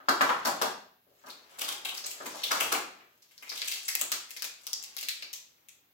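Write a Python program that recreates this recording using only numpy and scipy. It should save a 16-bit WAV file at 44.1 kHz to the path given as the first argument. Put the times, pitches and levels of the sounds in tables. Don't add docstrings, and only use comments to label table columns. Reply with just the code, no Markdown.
import sys
import numpy as np
from scipy import signal
from scipy.fft import rfft, irfft
from scipy.io import wavfile

SR = 44100
rng = np.random.default_rng(int(sys.argv[2]) if len(sys.argv) > 2 else 0)


def rack_gain(trim_db):
    fader = np.asarray(trim_db, float)
    return 10 ** (fader / 20)


def pcm_store(signal):
    levels = np.round(np.clip(np.atleast_2d(signal), -1, 1) * 32767)
    wavfile.write(sys.argv[1], SR, levels.astype(np.int16).T)


N = 261513
BURST = 2048


def at_hz(points, hz):
    curve_hz, value = np.transpose(points)
    return np.interp(np.log(hz), np.log(curve_hz), value)


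def band(x, low_hz, high_hz, order=2):
    edges_hz = [low_hz, min(high_hz, 0.45 * SR)]
    return signal.sosfilt(signal.butter(order, edges_hz, "band", fs=SR, output="sos"), x)


def resonance(x, hz, width_hz):
    r = np.exp(-np.pi * width_hz / SR)
    gain = (1 - r * r) / 2
    return signal.lfilter([gain, 0, -gain], [1, -2 * r * np.cos(2 * np.pi * hz / SR), r * r], x)


def rms_one(x):
    return x / np.sqrt(np.mean(x ** 2))


def energy_one(x):
    return x / np.sqrt(np.sum(x ** 2, axis=-1, keepdims=True))


# frequency in Hz, likeness from 0 (unrelated) to 1 (identical).
ROOM_LIKENESS = [(60, .5), (125, .97), (250, .95), (500, .35), (1200, 0), (16000, 0)]


def bands_of_noise(length):
    white = rng.standard_normal((2, 2, length))
    edges_hz = 25 * 2 ** np.arange(0, 9.6, 1 / 3)
    for k, (low_hz, high_hz) in enumerate(zip(edges_hz, edges_hz[1:])):
        mid, side = band(white[k % 2], low_hz, high_hz)
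        centre_hz = np.sqrt(low_hz * high_hz)
        alike = np.clip(at_hz(ROOM_LIKENESS, centre_hz), 0, 1)
        opposed = np.sqrt(1 - alike) * side * [[1], [-1]]
        yield centre_hz, (np.sqrt(1 + alike) * mid + opposed) / np.sqrt(2)


# frequency in Hz, level in dB per Hz.
HUSH_COLOUR = [(15, -34), (25, -18.5), (74, -0.5), (238, -3), (313, -3.5), (1010, -13), (2210, -9),
               (3060, -8.5), (6730, -19), (9330, -24), (11300, -10), (15200, -3), (16500, -23)]


def hush():
    air = sum(rack_gain(at_hz(HUSH_COLOUR, hz)) * noise for hz, noise in bands_of_noise(N))
    level_db = -69.5
    return band(rack_gain(level_db) * rms_one(air), 55, 21000, order=1)


def grains(per_s, spread_db, pitches_hz, width):
    loudness_db = spread_db * np.minimum(rng.exponential(1, N), 4)
    sizes = rack_gain(loudness_db) * rng.choice([-1, 1], N)
    born = rng.random(N) < per_s / SR
    patch = rng.integers(0, len(pitches_hz), N)
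    rung = np.zeros(N)
    for k, hz in enumerate(pitches_hz):
        slips = sizes * born * (patch == k) + 1e-18
        rung += resonance(slips, hz, width * hz)
    return rms_one(rung)


# time in seconds, effort in dB, card rub in dB relative to the film crackle.
FINGER_WORK = [(0.0, -75, 11.5), (0.28, -40, 3), (0.56, -60, 10), (0.639, -41, 7.5), (0.85, -81.5, -18),
               (1.22, -60, -3), (1.48, -56, -2), (1.63, -45, -2.5), (2.0, -55, 3), (2.26, -38.5, -13.5),
               (2.64, -27, -9), (2.86, -71, 19.5), (3.302, -59, -17), (3.6, -31.5, -21), (3.91, -39, -24),
               (4.2, -71, 0), (4.77, -43.5, -16), (5.93, -74, -1)]


def handling():
    s, effort_db, card_db = np.transpose(FINGER_WORK)
    t = np.arange(N) / SR
    film = grains(800., 4, np.geomspace(2200, 11000, 10), width=0.5)
    card = grains(700., 2.4, np.geomspace(350, 1500, 6), width=1.0)
    rub = rack_gain(np.interp(t, s, card_db) + 5.5) * card
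    rustle = rack_gain(np.interp(t, s, effort_db) - 12.0) * (film + rub)
    direct_db = -0.5
    return np.array([rustle, rack_gain(direct_db) * rustle])


# time in seconds, direct path in dB, crease run in ms, beamed top in dB.
HOLDING_POSE = [
    (0, -8.5, 2.4, -8.5),
    (0.7, -10, 2.7, 0),
    (1.3, -9, 4.2, -7),
    (2.0, -10, 1.4, -1),
    (2.9, -15, 2.5, -9),
    (3.2, -6, 0.29, 7.5),
    (5.93, -4, 0.63, 10),
]


def pose(s):
    times, *columns = np.transpose(HOLDING_POSE)
    return [np.interp(s, times, column) for column in columns]


def burst(draws, length_ms, per_s):
    fade = np.exp(-1000 * np.arange(BURST) / SR / max(length_ms, 0.05))
    happens, size = draws[0] < per_s / SR, 2 * draws[1] - 1
    slips = 0.9 * happens * size * fade
    slips[0] = 1
    spectrum = rfft(slips)
    even = irfft(spectrum / np.abs(spectrum))
    return even * np.sqrt(np.sqrt(fade)) + 1e-18


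def bursts(times, run_scale, per_s):
    draws = rng.random((len(times), 2, BURST))
    return np.array([burst(d, run_scale * pose(s)[1], per_s) for s, d in zip(times, draws)])


def add(out, s, sent, direct):
    i = round(s * SR)
    direct_db = pose(s)[0]
    out[:, i:i + BURST] += np.array([sent, rack_gain(direct_db) * direct])[:, :N - i]


# start in seconds, ring energy in dB, panel pitch in Hz, broad body in dB relative to the ring.
PANEL_BUCKLES = [(0.002, -22.5, 1108, -1), (0.085, 9.5, 1080, -2.5), (0.209, 12.5, 1110, -8),
                 (0.292, 9, 1060, -11), (0.452, 1.5, 1160, -1), (0.469, 1.5, 680, -1.5),
                 (0.615, 1.5, 700, 1), (0.62, -5.5, 384, 1.5), (1.068, -34.5, 410, -12),
                 (1.114, -35, 500, -22), (1.239, -26.5, 700, 3.5), (1.27, -20.5, 1180, 5.5),
                 (1.583, -27, 590, 9), (1.681, -17.5, 800, 6), (1.721, -39, 1000, 4),
                 (1.921, -17.5, 870, -18), (2.204, -11, 500, 0.5), (2.257, -7.5, 1780, 2),
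                 (2.343, -12.5, 676, -9), (2.46, -42, 705, -8), (2.509, 5.5, 1140, -8),
                 (2.605, -11.5, 880, 10), (2.719, 1, 1226, 3.5), (2.75, -6.5, 760, -16),
                 (3, -35.5, 2040, 6), (3.381, -34, 1690, -14), (4.013, -11.5, 1210, -3),
                 (4.119, -5, 1310, -10), (4.422, -11, 1460, -16), (4.67, -29, 970, -2)]
# start in seconds, ring energy in dB, broad body in dB relative to the ring.
FLAP_FLICKS = [(1.615, -15.5, 7), (1.851, -9, -2.5), (1.973, -17.5, -5.5), (2.041, -21.5, 4.5),
               (3.311, -34.5, -5), (3.4255, -25, 1.5), (3.473, -24, -3), (3.518, -14, -1.5),
               (3.6184, -8.5, -11.5), (3.678, -16, -37), (3.718, -11.5, -11), (3.886, -17, -6.5),
               (3.951, -8, -9), (4.308, -21, -10), (4.365, -15, -12), (4.444, -11.5, -9.5), (4.67, -35, 3),
               (4.733, -31.5, 2), (4.9665, -13.5, -10.5), (5.028, -16, -9), (5.086, -3, -32),
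               (5.225, -12.5, -11.5), (5.332, -33.5, 0), (5.686, -24.5, -24)]


def card_knocks():
    flap_hz, panel_thud_db, flap_thud_db = 2386, -7.5, -11.5
    thud_follows = 0.91
    knocks = [(*row, panel_thud_db) for row in PANEL_BUCKLES]
    knocks += [(s, db, flap_hz, body_db, flap_thud_db) for s, db, body_db in FLAP_FLICKS]
    slips = bursts([row[0] for row in knocks], run_scale=1.77, per_s=2900.)
    bodies = energy_one(band(slips, 460, 1690, order=4))
    deep = energy_one(band(slips, 50, 87))
    thuds = energy_one(band(slips, 230, 533)) + rack_gain(-31) * deep
    out = np.zeros((2, N))
    for (s, db, hz, body_db, thud_db), slip, body, thud in zip(knocks, slips, bodies, thuds):
        width_hz = min(0.92 * hz, 1100)
        ring = energy_one(resonance(resonance(slip, hz, width_hz), hz, width_hz))
        low = rack_gain(thud_db + thud_follows * body_db) * thud
        knock = rack_gain(db - 2.5) * (ring + rack_gain(body_db) * body + low)
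        add(out, s, knock, rack_gain(4.0) * knock)
    return out


# start in seconds, ring energy in dB, ring pitch in Hz, crack in dB relative to the ring.
BENDING = [(0.0654, -45, 5500, -11), (0.087, 0.5, 4400, -1), (0.211, -15.5, 1880, 18),
           (0.2948, -10.5, 2600, -1.5), (0.4505, -3.5, 4800, 2), (0.469, -6, 6900, 7.5),
           (0.6152, -11, 4280, 15), (1.188, -34, 7200, -13), (1.261, -37.5, 5150, 16.5),
           (1.281, -18, 2390, -2.5), (1.298, -12.5, 4050, -9.5), (1.507, -32, 7060, 3),
           (1.587, -7.5, 7200, 2), (1.611, -6.5, 3250, 7), (1.64, -8, 4200, -3), (1.683, -5.5, 3550, 4.5),
           (1.719, -20, 3470, 15.5), (1.849, -2.5, 3300, -3), (1.887, -3, 3140, -8.5),
           (1.944, -20.5, 7000, 12.5), (1.973, -11, 5000, 2.5), (2.04, -5, 5120, -24),
           (2.06, 1.5, 7630, -7), (2.108, -10, 7060, 4), (2.259, -9.5, 6900, 2), (2.344, -50, 7290, 3)]
# start in seconds, ring energy in dB, ring pitch in Hz, crack in dB relative to the ring.
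TEARING = [
    (2.434, 3.5, 3520, -6),
    (2.507, -17, 5120, 8),
    (2.512, -7.5, 4440, 10.5),
    (2.6018, 6.5, 2810, -3.5),
    (2.629, -13, 7000, 5),
    (2.719, -2.5, 6900, 9.5),
    (2.743, 1, 2340, -14),
    (3.003, -23.5, 2160, -37),
]
# start in seconds, ring energy in dB, ring pitch in Hz,
# crack in dB relative to the ring, facing the microphone in dB.
PEELING = [(3.221, -36.5, 4900, 10, -9), (3.313, -37, 7130, 9, -6), (3.3792, -21.5, 4740, -16, 7),
           (3.4252, -10.5, 2160, -10.5, -3), (3.4738, -15.5, 2220, -21, -7), (3.494, -4.5, 4740, -12, -1),
           (3.518, -10.5, 4000, -13, -3), (3.5544, -27.5, 7290, 19, -11), (3.5716, -10.5, 3670, 0, -13),
           (3.618, -5, 4230, -31, 9), (3.648, -26, 6480, 11, -15), (3.677, -12.5, 5870, 14, -7),
           (3.7163, -7, 4360, 2, -0.5), (3.7334, -11.5, 6480, 5.5, -20), (3.8512, -4.5, 8000, -22, -4),
           (3.8813, -1.5, 2160, 3.5, -5), (3.8838, -9.5, 5400, 6.5, -3), (3.9526, -5, 2450, 4.5, 9),
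           (3.993, -3, 7290, -4, -2), (4.0132, 8, 7680, -7.5, 4.5), (4.1185, -11, 4760, 15.5, 1)]
# start in seconds, ring energy in dB,
# ring pitch in Hz, crack in dB relative to the ring, facing the microphone in dB.
PICKING = [(4.29, -22, 2250, 0, -10), (4.3067, -22.5, 6700, 12, 0.5), (4.3657, -22, 4570, 13, -3),
           (4.391, -19.5, 4440, -4.5, -9), (4.4222, -10.5, 4850, 4.5, 4), (4.4433, -15, 2430, 11.5, 0),
           (4.6346, -21, 7240, -10, 0), (4.6681, -16, 5200, 8, 4), (4.732, 0, 5430, -13.5, 6.5),
           (4.8268, -13, 7300, -17, 9), (4.838, -21.5, 5800, 9.5, 3), (4.875, -35, 5150, 6, 0),
           (4.9665, -21, 4550, 13.5, 4), (4.9824, -17.5, 3530, 11, -2.5), (5.0113, -16, 2770, 6, 3.5),
           (5.0296, -11, 4550, 1.5, -0.5), (5.0864, -5, 4340, 2.5, 0), (5.2238, -8.5, 4400, -15, -0.5),
           (5.3306, -9, 6250, 1.5, -3.5), (5.5763, -40, 2220, -10, -7), (5.6864, -22, 6410, -0.5, 0)]
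TOP_BAND_HZ = (9300, 18000)


def film_snaps():
    top_db, top_follows = 4, 0.75
    beam_most_db = 2
    snaps = [(*row, 0) for row in BENDING + TEARING] + PEELING + PICKING
    slips = bursts([row[0] for row in snaps], run_scale=1, per_s=6000.)
    broads = energy_one(band(slips, 2260, 9460, order=4))
    tops = energy_one(band(slips, *TOP_BAND_HZ, order=3))
    out = np.zeros((2, N))
    for (s, db, hz, crack_db, facing_db), slip, broad, top in zip(snaps, slips, broads, tops):
        width_hz = 0.42 * hz
        ring = energy_one(resonance(resonance(slip, hz, width_hz), hz, width_hz))
        body = ring + rack_gain(crack_db) * broad
        top_crack = rack_gain(top_db + top_follows * crack_db) * top
        beamed = rack_gain(np.minimum(pose(s)[2], beam_most_db)) * top_crack
        level_db = db - 4.5
        add(out, s, rack_gain(level_db) * (body + top_crack), rack_gain(level_db + facing_db) * (body + beamed))
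    return out


# frequency in Hz, time in seconds.
DECAY_TIME = [(100, 0.53), (500, 0.44), (2000, 0.5), (5000, 0.45), (9000, 0.36), (16000, 0.26)]
# frequency in Hz, tail energy in dB.
TAIL_ENERGY = [(100, 0.5), (500, 2.5), (2000, 1), (5000, 2.5), (9000, -1), (16000, -7.5)]
# delay in ms, spread in ms, energy in dB.
FURNITURE_ECHO = (6.9, 1.3, -11.5)


def echoes():
    t = np.arange(SR * 3 // 5) / SR
    at_ms, spread_ms, echo_db = FURNITURE_ECHO
    scatter = rack_gain(echo_db) * energy_one(np.exp(-((1000 * t - at_ms) / spread_ms) ** 2 / 2))
    onset = 1 - np.exp(-t / 0.00078)
    response = np.zeros((2, len(t)))
    for hz, noise in bands_of_noise(len(t)):
        t60 = at_hz(DECAY_TIME, hz)
        height = np.sqrt(2 * np.log(1000) / (t60 * SR))
        tail = height * rack_gain(-60 * t / t60) * onset
        shape = tail + scatter * min(hz / 2500, 1)
        response += rack_gain(at_hz(TAIL_ENERGY, hz)) * noise * shape
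    return response * rack_gain([[0.7], [-0.7]])


# delay in ms, level in dB.
LEFT_ARRIVALS = [
    (0, 0),
    (2.2, -13),
]
# delay in ms, level in dB.
RIGHT_ARRIVALS = [
    (.3, -6),
    (1.8, -9),
]


def room(x, count=4):
    sent, direct = x
    turn = np.arange(N) * 4 // SR % count
    out = np.zeros((2, N))
    for k in range(count):
        part = (sent * (turn == k))[None]
        out += signal.fftconvolve(part, echoes(), axes=1)[:, :N]
    for side, paths in enumerate([LEFT_ARRIVALS, RIGHT_ARRIVALS]):
        for ms, db in paths:
            lag = max(round(ms * SR / 1000), 0)
            out[side, lag:] += rack_gain(db) * direct[:N - lag]
    return out


def scene():
    return hush() + room(handling() + card_knocks() + film_snaps())


def top_cut(x):
    return signal.sosfilt(signal.butter(12, 16970, fs=SR, output="sos"), x)


def record(dry):
    dip_depth, top_shelf_db = 0.72, -40
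    ported = dry - dip_depth * resonance(dry, 9300, width_hz=2570)
    steep = signal.ellip(8, 0.5, 50, 15900, fs=SR, output="sos")
    cut = signal.sosfilt(steep, ported)
    return top_cut(cut + rack_gain(top_shelf_db) * ported)


dry = scene()
out = record(dry)
pcm_store(out)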